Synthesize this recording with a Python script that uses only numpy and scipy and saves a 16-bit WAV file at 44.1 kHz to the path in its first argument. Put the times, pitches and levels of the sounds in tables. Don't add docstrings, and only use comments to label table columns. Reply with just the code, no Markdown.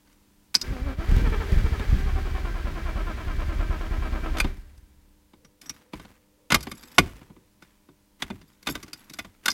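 import sys
import numpy as np
from scipy import signal
from scipy.fft import rfft, irfft
from scipy.io import wavfile

SR = 44100
rng = np.random.default_rng(int(sys.argv[2]) if len(sys.argv) > 2 else 0)


def transcribe(signal):
    frames = np.atleast_2d(signal).T
    limited = np.clip(frames, -1, 1)
    pcm = np.round(limited * 32767).astype(np.int16)
    wavfile.write(sys.argv[1], SR, pcm)


N = 420273
T = np.arange(N) / SR

TOP_HZ = 16000
TEETH_PER_STROKE = 35.5
STEADY_PER_S, FIRST_COMPRESSION_S = 9.4, .759
START_S, RELEASE_S, COAST_T60_S = 0.614, 4.45, 1.6
STALL_S, STALL_WIDTH_S, STALL_DB = .962, .02, -12

# (frequency [Hz], relative level [dB])
ROOM_SPECTRUM = [(12, -39.5), (20, -0.5), (163, -14.5), (204, -11.5), (367, -18.5), (590, -26), (718, -27),
                 (976, -19.5), (1090, -27.5), (1220, -27.5), (16000, -33)]
# (frequency [Hz], mean level [dB])
HUM_TONES = [(200, -72.5), (301, -71.5), (402, -94.5), (501, -83), (602, -83)]

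# (time [s], length [s], finger rustle relative level [dB],
# key jingle relative level [dB])
KEY_GRIPS = [(0.047, 0.034, -65, -80), (0.552, .03, -47.5, -70), (4.48, .1, -60, -69),
             (5.62, 0.096, -54, -54), (5.921, 0.049, -49, -80), (6.525, 0.53, -53.5, -54.5),
             (6.996, .14, -55.5, -86.5), (7.6, 0.11, -64.5, -85), (8.186, 0.077, -51.5, -79),
             (8.47, .02, -69.5, -57.5), (8.648, 0.066, -44.5, -38), (8.934, 0.3, -58.5, -58.5),
             (9.426, .09, -48.5, -65)]
# (frequency [Hz], relative level [dB], t60 [s])
KEY_MODES = [(3640, 0.5, 0.032), (4820, -1.5, .04), (5400, -5.5, .04), (6680, -6, .04), (7600, -5, 0.059),
             (10010, -8.5, 0.032), (11360, 1.5, 0.054), (12300, -7, .05)]

# (low edge [Hz], high edge [Hz], t60 [s], trim [dB])
CLICK_REGISTERS = [(139.3, 344, 0.099, 1), (560, 1110, .05, -2), (1216.5, 3700, 0.045, -0.5),
                   (4430, 6200, 0.035, -2.5), (6500, 13000, 0.044, -1.5)]
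# (frequency [Hz], relative level [dB], t60 [s])
COLUMN_MODES = [(820, -6, 0.017), (1001.5, -2.5, 0.027), (1170, -5, 0.049), (1475, 1, .04),
                (2030, 1.5, 0.037), (2189, 3.5, 0.028), (2490, -6.5, 0.058), (3150, -14, 0.059),
                (3645, 3, .035), (4400, -8.5, .04), (4970, 5, 0.039), (5640, -5, 0.019), (5750, -11, .04),
                (8160, -9, 0.042)]
# (time [s], relative level [dB], brightness [dB/octave],
# extra level in the lowest register [dB])
LOCK_DETENTS = [(.542, -29.5, 3.5, -5), (4.368, -35.5, -2, 3), (4.382, -35, 2, 3), (4.399, -23, 1.5, -6.5),
                (6.502, -25, -1.5, -4.5), (6.518, -16.5, -.5, 0), (6.543, -15, 1.5, 4.5),
                (6.713, -36.5, 2, 10.5), (6.981, -9, -1.5, -7), (6.989, -27.5, 0.5, 18.5),
                (7.621, -49.5, -1, 3), (8.22, -27.5, -0.5, -3.5), (8.669, -25.5, -.5, -2.5),
                (8.684, -31.5, -2.5, -2.5), (8.751, -32.5, 0, 4), (9.186, -31, 0, -1.5),
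                (9.456, -23, 2.5, -4), (9.479, -21, 1.5, -4)]
# (time [s], relative level [dB])
RELAY_CLICKS = [(.55, -17), (0.612, -26.5), (9.499, -25), (9.512, -28.5)]
# (time [s], relative level [dB], brightness [dB/octave])
KEY_TAPS = [(.072, -63, -3), (.125, -65, 0), (4.775, -64.5, 2.5), (5.446, -53.5, -2.5), (5.613, -49, 2),
            (5.657, -53.5, -2.5), (5.694, -37, 0.5), (6.604, -44, 1.5), (6.626, -44, 3.5),
            (6.832, -46.5, -1), (8.412, -52.5, -3.5), (8.626, -51.5, 0.5), (8.827, -41, -0.5),
            (8.878, -50, -1.5), (8.93, -39, 1), (9.095, -45, 0), (9.133, -42.5, 1.5)]
# (time [s], relative
# level [dB], brightness [dB/octave])
DULL_KNOCKS = [(1.792, -34.5, 1), (4.442, -30, -0.5), (5.332, -52.5, 0.5), (5.932, -34.5, 0.5),
               (5.995, -41.5, 2.5), (6.048, -45.5, 1.5), (6.668, -33, 1), (7.212, -51, -1),
               (7.298, -57.5, -3), (7.362, -56.5, -1), (7.886, -56.5, -1.5), (8.3, -33.5, 0),
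               (9.245, -41, 2.5)]
DETENT_REGISTERS = [-10.5, -7.5, -1, -6.5, -11.5]
RELAY_REGISTERS = [-25.5, -27, -16, 0.5, -14.5]
TAP_REGISTERS = [-11, -15, -4.5, -1.5, -7]
KNOCK_REGISTERS = [0, -3.5, -7.5, -18.5, -25]
# (frequency [Hz], relative level [dB])
DASH_SPECTRUM = [(15, -19), (30, -8), (45, 0), (66, 0), (85, -1.5), (125, -8), (180, -12.5), (300, -33),
                 (800, -69)]
# (time [s], frequency [Hz], level of main mode [dB], t60 [s])
PART_RINGS = [(0.5518, 4850, -6.5, 0.024), (0.615, 4800, -34, .03), (4.402, 2410, -15, 0.056),
              (5.448, 5700, -52, 0.066), (5.66, 5650, -47, 0.13), (5.695, 5630, -25, 0.043),
              (6.545, 1140, -16, 0.04), (6.982, 1134, -10.5, .04), (8.223, 3390, -21, 0.03),
              (8.932, 4630, -30, 0.036), (9.482, 1540, -16, 0.05)]

# (time [s], rate [compressions/s])
CRANK_SPEED = [(.76, 7.25), (.97, 7.89), (1.17, 13.98), (1.35, 12.08), (1.7, 12.69), (2.1, 10.81),
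               (2.6, 9.71), (3.3, 9.44), (4.4, 9.34)]
# (gear growl [dB], body jolt [dB])
CYLINDER_STRENGTHS = [(1, 2), (0, 0), (-3.5, -5.5), (-.5, 3), (-0.5, 1.5), (-1, 2)]
# (time [s], relative gear growl [dB])
STARTER_LOAD = [(.76, -44.5), (.88, -38), (1.03, -35.5), (1.26, -33.5), (1.8, -38.5), (2.3, -38),
                (3.0, -35), (3.4, -37), (4.4, -35)]
# (frequency [Hz], relative level [dB])
GEAR_SPECTRUM = [(120, -16.5), (200, 13.5), (280, 4.5), (350, -7), (460, 3.5), (610, -1), (830, -1),
                 (1020, 2.5), (1320, 0.5), (1700, -6.5), (2100, -8.5), (2600, -10), (4500, -24.5),
                 (9000, -45.5)]
# (multiple of tooth rate, relative level [dB])
TOOTH_HARMONICS = [(1, 9.5), (2, -5.5), (3, -1.5), (4, 6), (5, -5.5), (6, -23), (7, -9)]
# (frequency [Hz], relative level [dB])
WHIRR_SPECTRUM = [(150, 4), (350, 3), (480, -6.5), (800, -8), (1500, -5.5), (2000, -3), (2400, -8),
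                  (2900, -10), (4500, -14.5), (6500, -19.5), (9000, -25.5), (12000, -26), (16000, -26)]
# (frequency [Hz], relative level [dB], t60 [s])
BAY_MODES = [(277, -6, .08), (395.4, 0, 0.11), (598, 5, 0.048), (764, -8, 0.51), (1036, -3.5, 0.045),
             (1314, -22, 0.057), (1572, 3, 0.15), (1670, -2.5, 0.1), (2323, 1.5, 0.27), (3210, 5.5, 0.023),
             (4690, 3.5, .02)]
# (frequency [Hz], relative level [dB])
BODY_SPECTRUM = [(10, -28.5), (20, -21.5), (29, 3), (39, 2), (50, -4), (69, -2.5), (80, -5.5), (96, -13.5),
                 (112, -15), (170, -24.5), (400, -39.5), (900, -84)]

# (time [s], level [dB])
ENGINE_LURCHES = [(0.702, -21), (0.985, -25.5), (4.446, -23)]
# (time [s], first level [dB], time between booms [s], change per boom [dB])
COUGH_BOUTS = [(1.115, -12, .051, -1), (1.521, -10, 0.045, -4.5), (1.926, -11.5, .04, -14)]
# (frequency [Hz], relative level [dB])
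BOOM_SPECTRUM = [(12, -19.5), (28, 22), (45, 10), (60, 12.5), (76, 5), (110, 4), (160, -3), (215, -31),
                 (300, -38), (450, -40), (800, -61), (2000, -81)]


def undb(db):
    return 10 ** (np.asarray(db) / 20)


def unit(x):
    return x / np.sqrt(np.mean(x ** 2))


def curve(rows, axis=1):
    rows = np.array(rows)
    return np.interp(T, rows[:, 0], rows[:, axis])


def through(x, response):
    return signal.fftconvolve(x, response)[:len(x)]


def band(x, lo_hz, hi_hz, order=3):
    edges = [lo_hz, min(hi_hz, .47 * SR)]
    return signal.sosfilt(signal.butter(order, edges, "band", fs=SR, output="sos"), x)


def fade(t, t60):
    return np.exp(-np.log(1000) * t / t60)


def gate(start_s, end_s, attack_s, t60):
    return np.clip((T - start_s) / attack_s, 0, 1) * fade(np.maximum(T - end_s, 0), t60)


def walk(rate):
    steps = rng.standard_normal(int(N / SR * rate) + 2)
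    return np.interp(T * rate, np.arange(len(steps)), steps)


def colour(points, size=16384):
    hz, db = np.transpose(points)
    grid = np.maximum(np.fft.rfftfreq(size, 1 / SR), 1)
    level_db = np.interp(np.log(grid), np.log(hz), db)
    cepstrum = irfft(np.log(undb(level_db)))
    cepstrum[1:size // 2] *= 2
    cepstrum[size // 2 + 1:] = 0
    return irfft(np.exp(rfft(cepstrum)))


def ring(modes, size=12000):
    t = T[:size]
    response = sum(undb(db) * fade(t, t60) * np.cos(2 * np.pi * hz * t) for hz, db, t60 in modes)
    return response / np.linalg.norm(response)


def struck(modes, detune, scatter_db):
    touched = [(hz * (1 + detune * rng.standard_normal()), db + scatter_db * rng.standard_normal(), t60)
               for hz, db, t60 in modes]
    return ring(touched, size=3000)


def blows(times, sizes):
    samples = np.clip(np.asarray(times) * SR, 0, N - 1).astype(int)
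    return np.bincount(samples, sizes, N)


def add(out, x, s):
    start = int(s * SR)
    out[start:start + len(x)] += x[:N - start]


def background(room_db=-62.5, tone_db=-68, tone_hz=499):
    hum = 0
    for hz, db in HUM_TONES:
        level = undb(db + 1.5 * walk(0.79)) * np.sqrt(2)
        hum = hum + level * np.sin(2 * np.pi * hz * T + .4 * walk(4.8))
    present = np.interp(T, [5.25, 5.4, 7.35, 7.5], [0, 1, 1, 0])
    tone = np.sin(2 * np.pi * tone_hz * T + 1.8 * walk(70))
    thin_tone = present * undb(tone_db + 4 * walk(16)) * tone
    room = unit(through(rng.standard_normal(N), colour(ROOM_SPECTRUM)))
    return hum + thin_tone + room * undb(room_db + 1.2 * walk(0.87))


def key_ring(count=600, keys_db=-4, attack_s=.04, settle_t60=0.22):
    touches = np.zeros(N)
    for s in rng.uniform(0, T[-1], count):
        add(touches, struck(KEY_MODES, detune=.03, scatter_db=5), s)
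    swing = sum(undb(db) * gate(s, s + length, attack_s, settle_t60) for s, length, _, db in KEY_GRIPS)
    return unit(touches) * swing * undb(keys_db)


def fingers(grain_db=4, rustle_db=-1, attack_s=0.024, release_t60=.7):
    slips = rng.standard_normal(N) * undb(grain_db * walk(400) + 2 * walk(44))
    plastic = colour([(60, -12), (250, 6.5), (550, -8), (900, -1), (2200, -3.0), (4000, -11),
                      (8000, -15), (16000, -18.5)])
    pressure = sum(undb(db) * gate(s, s + length, attack_s, release_t60)
                   for s, length, db, _ in KEY_GRIPS)
    return unit(through(slips, plastic)) * pressure * undb(rustle_db)


def contacts_heard():
    centres_hz = [np.sqrt(lo_hz * hi_hz) for lo_hz, hi_hz, *_ in CLICK_REGISTERS]
    octaves = np.log2(np.array(centres_hz) / 2000)
    lowest = np.arange(len(CLICK_REGISTERS)) == 0
    events = [(s, db + np.array(DETENT_REGISTERS) + tilt * octaves + thud_db * lowest)
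              for s, db, tilt, thud_db in LOCK_DETENTS]
    events += [(s, db + np.array(RELAY_REGISTERS)) for s, db in RELAY_CLICKS]
    for rows, shape in [(KEY_TAPS, TAP_REGISTERS), (DULL_KNOCKS, KNOCK_REGISTERS)]:
        events += [(s, db + np.array(shape) + tilt * octaves) for s, db, tilt in rows]
    return events


def clicks(rise_s=0.003, contact_s=0.0046, ring_db=-7, grit_db=3, mode_scatter_db=4, detune=0.02,
           size=9000):
    out, t = np.zeros(N), T[:size]
    for s, levels in contacts_heard():
        grit = np.repeat(rng.standard_normal(size), 20)[:size]
        chatter = rng.standard_normal(size) * undb(grit_db * grit)
        column = struck(COLUMN_MODES, detune, mode_scatter_db)
        for db, (lo_hz, hi_hz, t60, trim_db) in zip(levels, CLICK_REGISTERS):
            envelope = np.minimum(t / rise_s, 1) * fade(np.maximum(t - contact_s, 0), t60)
            burst = chatter * envelope
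            part = band(burst + undb(ring_db) * through(burst, column), lo_hz, hi_hz)
            add(out, part * undb(db + trim_db) / np.std(part[:SR // 80]), s)
    return out


def dashboard(thud_db=-5, thud_t60=0.39, swell_s=0.025):
    times, low_db = np.transpose([(s, levels[0]) for s, levels in contacts_heard()])
    t = T[:SR]
    swell = np.minimum(t / swell_s, 1) * fade(t, thud_t60)
    energy = through(blows(times, undb(low_db + thud_db) ** 2), swell ** 2)
    return unit(through(rng.standard_normal(N), colour(DASH_SPECTRUM))) * np.sqrt(np.abs(energy))


def springs(pair_split=0.055, pair_db=-5):
    out, t = np.zeros(N), T[:SR // 5]
    for s, hz, db, t60 in PART_RINGS:
        main = np.sin(2 * np.pi * hz * t)
        partner = undb(pair_db) * np.sin(2 * np.pi * hz * (1 + pair_split) * t)
        add(out, undb(db) * fade(t, t60) * (main + partner), s)
    return out


def crank_speed():
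    return curve(CRANK_SPEED) * fade(np.maximum(T - RELEASE_S, 0), COAST_T60_S)


def crank_angle():
    angle = np.cumsum(crank_speed()) / SR
    return angle - np.interp(FIRST_COMPRESSION_S, T, angle)


def cylinder(angle):
    return np.array(CYLINDER_STRENGTHS)[np.floor(angle).astype(int) % len(CYLINDER_STRENGTHS)]


def drive(attack_s, stall_share, run_on_s, stop_t60, tail_db, tail_t60):
    stall = undb(stall_share * STALL_DB * np.exp(-((T - STALL_S) / STALL_WIDTH_S) ** 2))
    end_s = RELEASE_S + run_on_s
    running = gate(START_S, end_s, attack_s, stop_t60)
    tail = undb(tail_db) * gate(START_S, end_s, attack_s, tail_t60)
    return stall * np.maximum(running, tail)


def firing(lead_s, hold_s, t60):
    return np.max([gate(s - lead_s, s + hold_s, 0.0088, t60) for s, *_ in COUGH_BOUTS], axis=0)


def starter(angle, bite=0.27, swing=.06, unloaded_db=-19, tooth_scatter_db=4, rasp_db=-5, clean_db=-6,
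            bay_db=-3, relief_db=-10, whirr_db=-43.0, whirr_db_per_octave=9, inrush_db=7, inrush_t60=1.0,
            overrun_db=2, strain_db=-43, strain_end_s=1.01, strain_t60=0.31):
    engaged = drive(attack_s=0.036, stall_share=0.53, run_on_s=0.034, stop_t60=0.31,
                    tail_db=-13, tail_t60=1.62)
    fired = firing(lead_s=0.038, hold_s=0.087, t60=.08)
    since = (angle + bite) % 1
    squeeze = np.interp(since, [0, .1, .38, .72, 1], [0, 0.68, 0.76, 0.062, 0])
    squeeze = squeeze * gate(START_S, RELEASE_S, 0.027, 0.041)
    strength = undb(cylinder(angle + bite)[:, 0] + relief_db * fired)
    load = undb(unloaded_db) + (1 - undb(unloaded_db)) * squeeze * strength

    uneven_angle = angle + swing * np.cos(2 * np.pi * angle) / (2 * np.pi)
    teeth = TEETH_PER_STROKE * uneven_angle + 0.058 * walk(150)
    contacts = np.flatnonzero(np.diff(np.floor(teeth)) > 0)
    knocks = blows(contacts / SR, undb(tooth_scatter_db * rng.standard_normal(len(contacts))))
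    knocks /= np.std(knocks[SR:4 * SR])
    spread = np.exp(-1j * np.pi * .003 * np.fft.rfftfreq(N, 1 / SR) ** 2 / 2500)
    knocks = irfft(rfft(knocks) * spread, N)
    rasp = rng.standard_normal(N) * (1 + .5 * np.cos(2 * np.pi * teeth))
    mesh = undb(rasp_db) * rasp + knocks
    bay = undb(bay_db) * through(mesh, ring(BAY_MODES)) / 3
    mesh = unit(through(mesh + bay, colour(GEAR_SPECTRUM)))
    whine = unit(sum(np.sin(2 * np.pi * k * teeth) * undb(db + 3.5 * walk(14))
                     for k, db in TOOTH_HARMONICS))
    growl = (mesh + undb(clean_db) * whine) * load * undb(curve(STARTER_LOAD))

    brushes = rng.standard_normal(N) * undb(0.794 * walk(210))
    brushes = unit(through(brushes + 0.18 * through(brushes, ring(BAY_MODES)), colour(WHIRR_SPECTRUM)))
    effort_db = whirr_db_per_octave * np.log2(curve(CRANK_SPEED) / STEADY_PER_S)
    effort_db = effort_db + inrush_db * fade(np.maximum(T - START_S, 0), inrush_t60)
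    whirr = brushes * undb(whirr_db + effort_db + overrun_db * fired)

    strain = gate(START_S, strain_end_s, 0.095, strain_t60) * undb(strain_db)
    groan = strain * sum(np.sin(2 * np.pi * k * teeth) * undb(2.5 * walk(25)) / k ** 1.6
                         for k in range(1, 7))
    return engaged * (growl + groan + whirr)


def shake(angle, lead=.27, rebound_db=-4, rebound=.7, rumble_db=-4, shake_db=-28, rocking_db=6,
          boom_hz=69, boom_db=-40, boom_t60=1.7):
    jolts = 0
    for offset, db in [(lead, 0), (lead - rebound, rebound_db)]:
        at = np.flatnonzero(np.diff(np.floor(angle + offset)) > 0) + 1
        jolt_db = db + cylinder(angle[at] + .5)[:, 1] + 2.3 * rng.standard_normal(len(at))
        jolts = jolts - blows(T[at], undb(jolt_db))
    drone = through(jolts, colour(BODY_SPECTRUM))
    drone /= np.std(drone[SR:4 * SR])
    rumble = unit(through(rng.standard_normal(N), colour(BODY_SPECTRUM)))
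    moving = drive(attack_s=0.11, stall_share=0.87, run_on_s=.01, stop_t60=0.64,
                   tail_db=-8.5, tail_t60=1.8)
    rocking = undb(shake_db + rocking_db * firing(lead_s=0.042, hold_s=0.086, t60=1.1))
    cabin_level = undb(boom_db) * gate(RELEASE_S, RELEASE_S, .03, boom_t60)
    cabin = cabin_level * np.sin(2 * np.pi * boom_hz * T + 0.59 * walk(12))
    return (drone + undb(rumble_db) * rumble) * moving * rocking + cabin


def coughs_and_lurches(puff_db=-14, puff_t60=0.19, count=4):
    booms = [(s + k * gap_s, db + k * step_db)
             for s, db, gap_s, step_db in COUGH_BOUTS for k in range(count)]
    times, db = np.transpose(booms + ENGINE_LURCHES)
    pushes = blows(times, undb(db))
    boom = colour(BOOM_SPECTRUM)
    gas = unit(band(rng.standard_normal(N), 104.0, 212, order=2))
    puff = gas * through(pushes, fade(T[:SR // 2], puff_t60))
    return -through(pushes, boom / np.max(np.abs(boom))) + undb(puff_db) * puff


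def garage(x, low_db=-15, low_t60=0.34, mid_db=-30, mid_t60=0.4, high_db=-31, high_t60=0.21):
    t, response = T[:SR], 0
    bands = [(50, 580, low_db, low_t60), (520, 6100, mid_db, mid_t60), (4080, 20000, high_db, high_t60)]
    for lo_hz, hi_hz, db, t60 in bands:
        tail = rng.standard_normal(SR) * fade(t, t60) * np.minimum(t / .012, 1)
        response = response + undb(db) * band(tail / np.linalg.norm(tail), lo_hz, hi_hz)
    return through(x, response)


def scene():
    angle = crank_angle()
    direct = key_ring() + fingers() + clicks() + springs() + starter(angle)
    low = dashboard() + shake(angle) + coughs_and_lurches()
    return (background() + direct + garage(direct) + low)[None]


def record(dry):
    clipped = np.clip(dry, -1, 1)
    return signal.sosfilt(signal.ellip(10, .2, 70, TOP_HZ, fs=SR, output="sos"), clipped)


dry = scene()
out = record(dry)
transcribe(out)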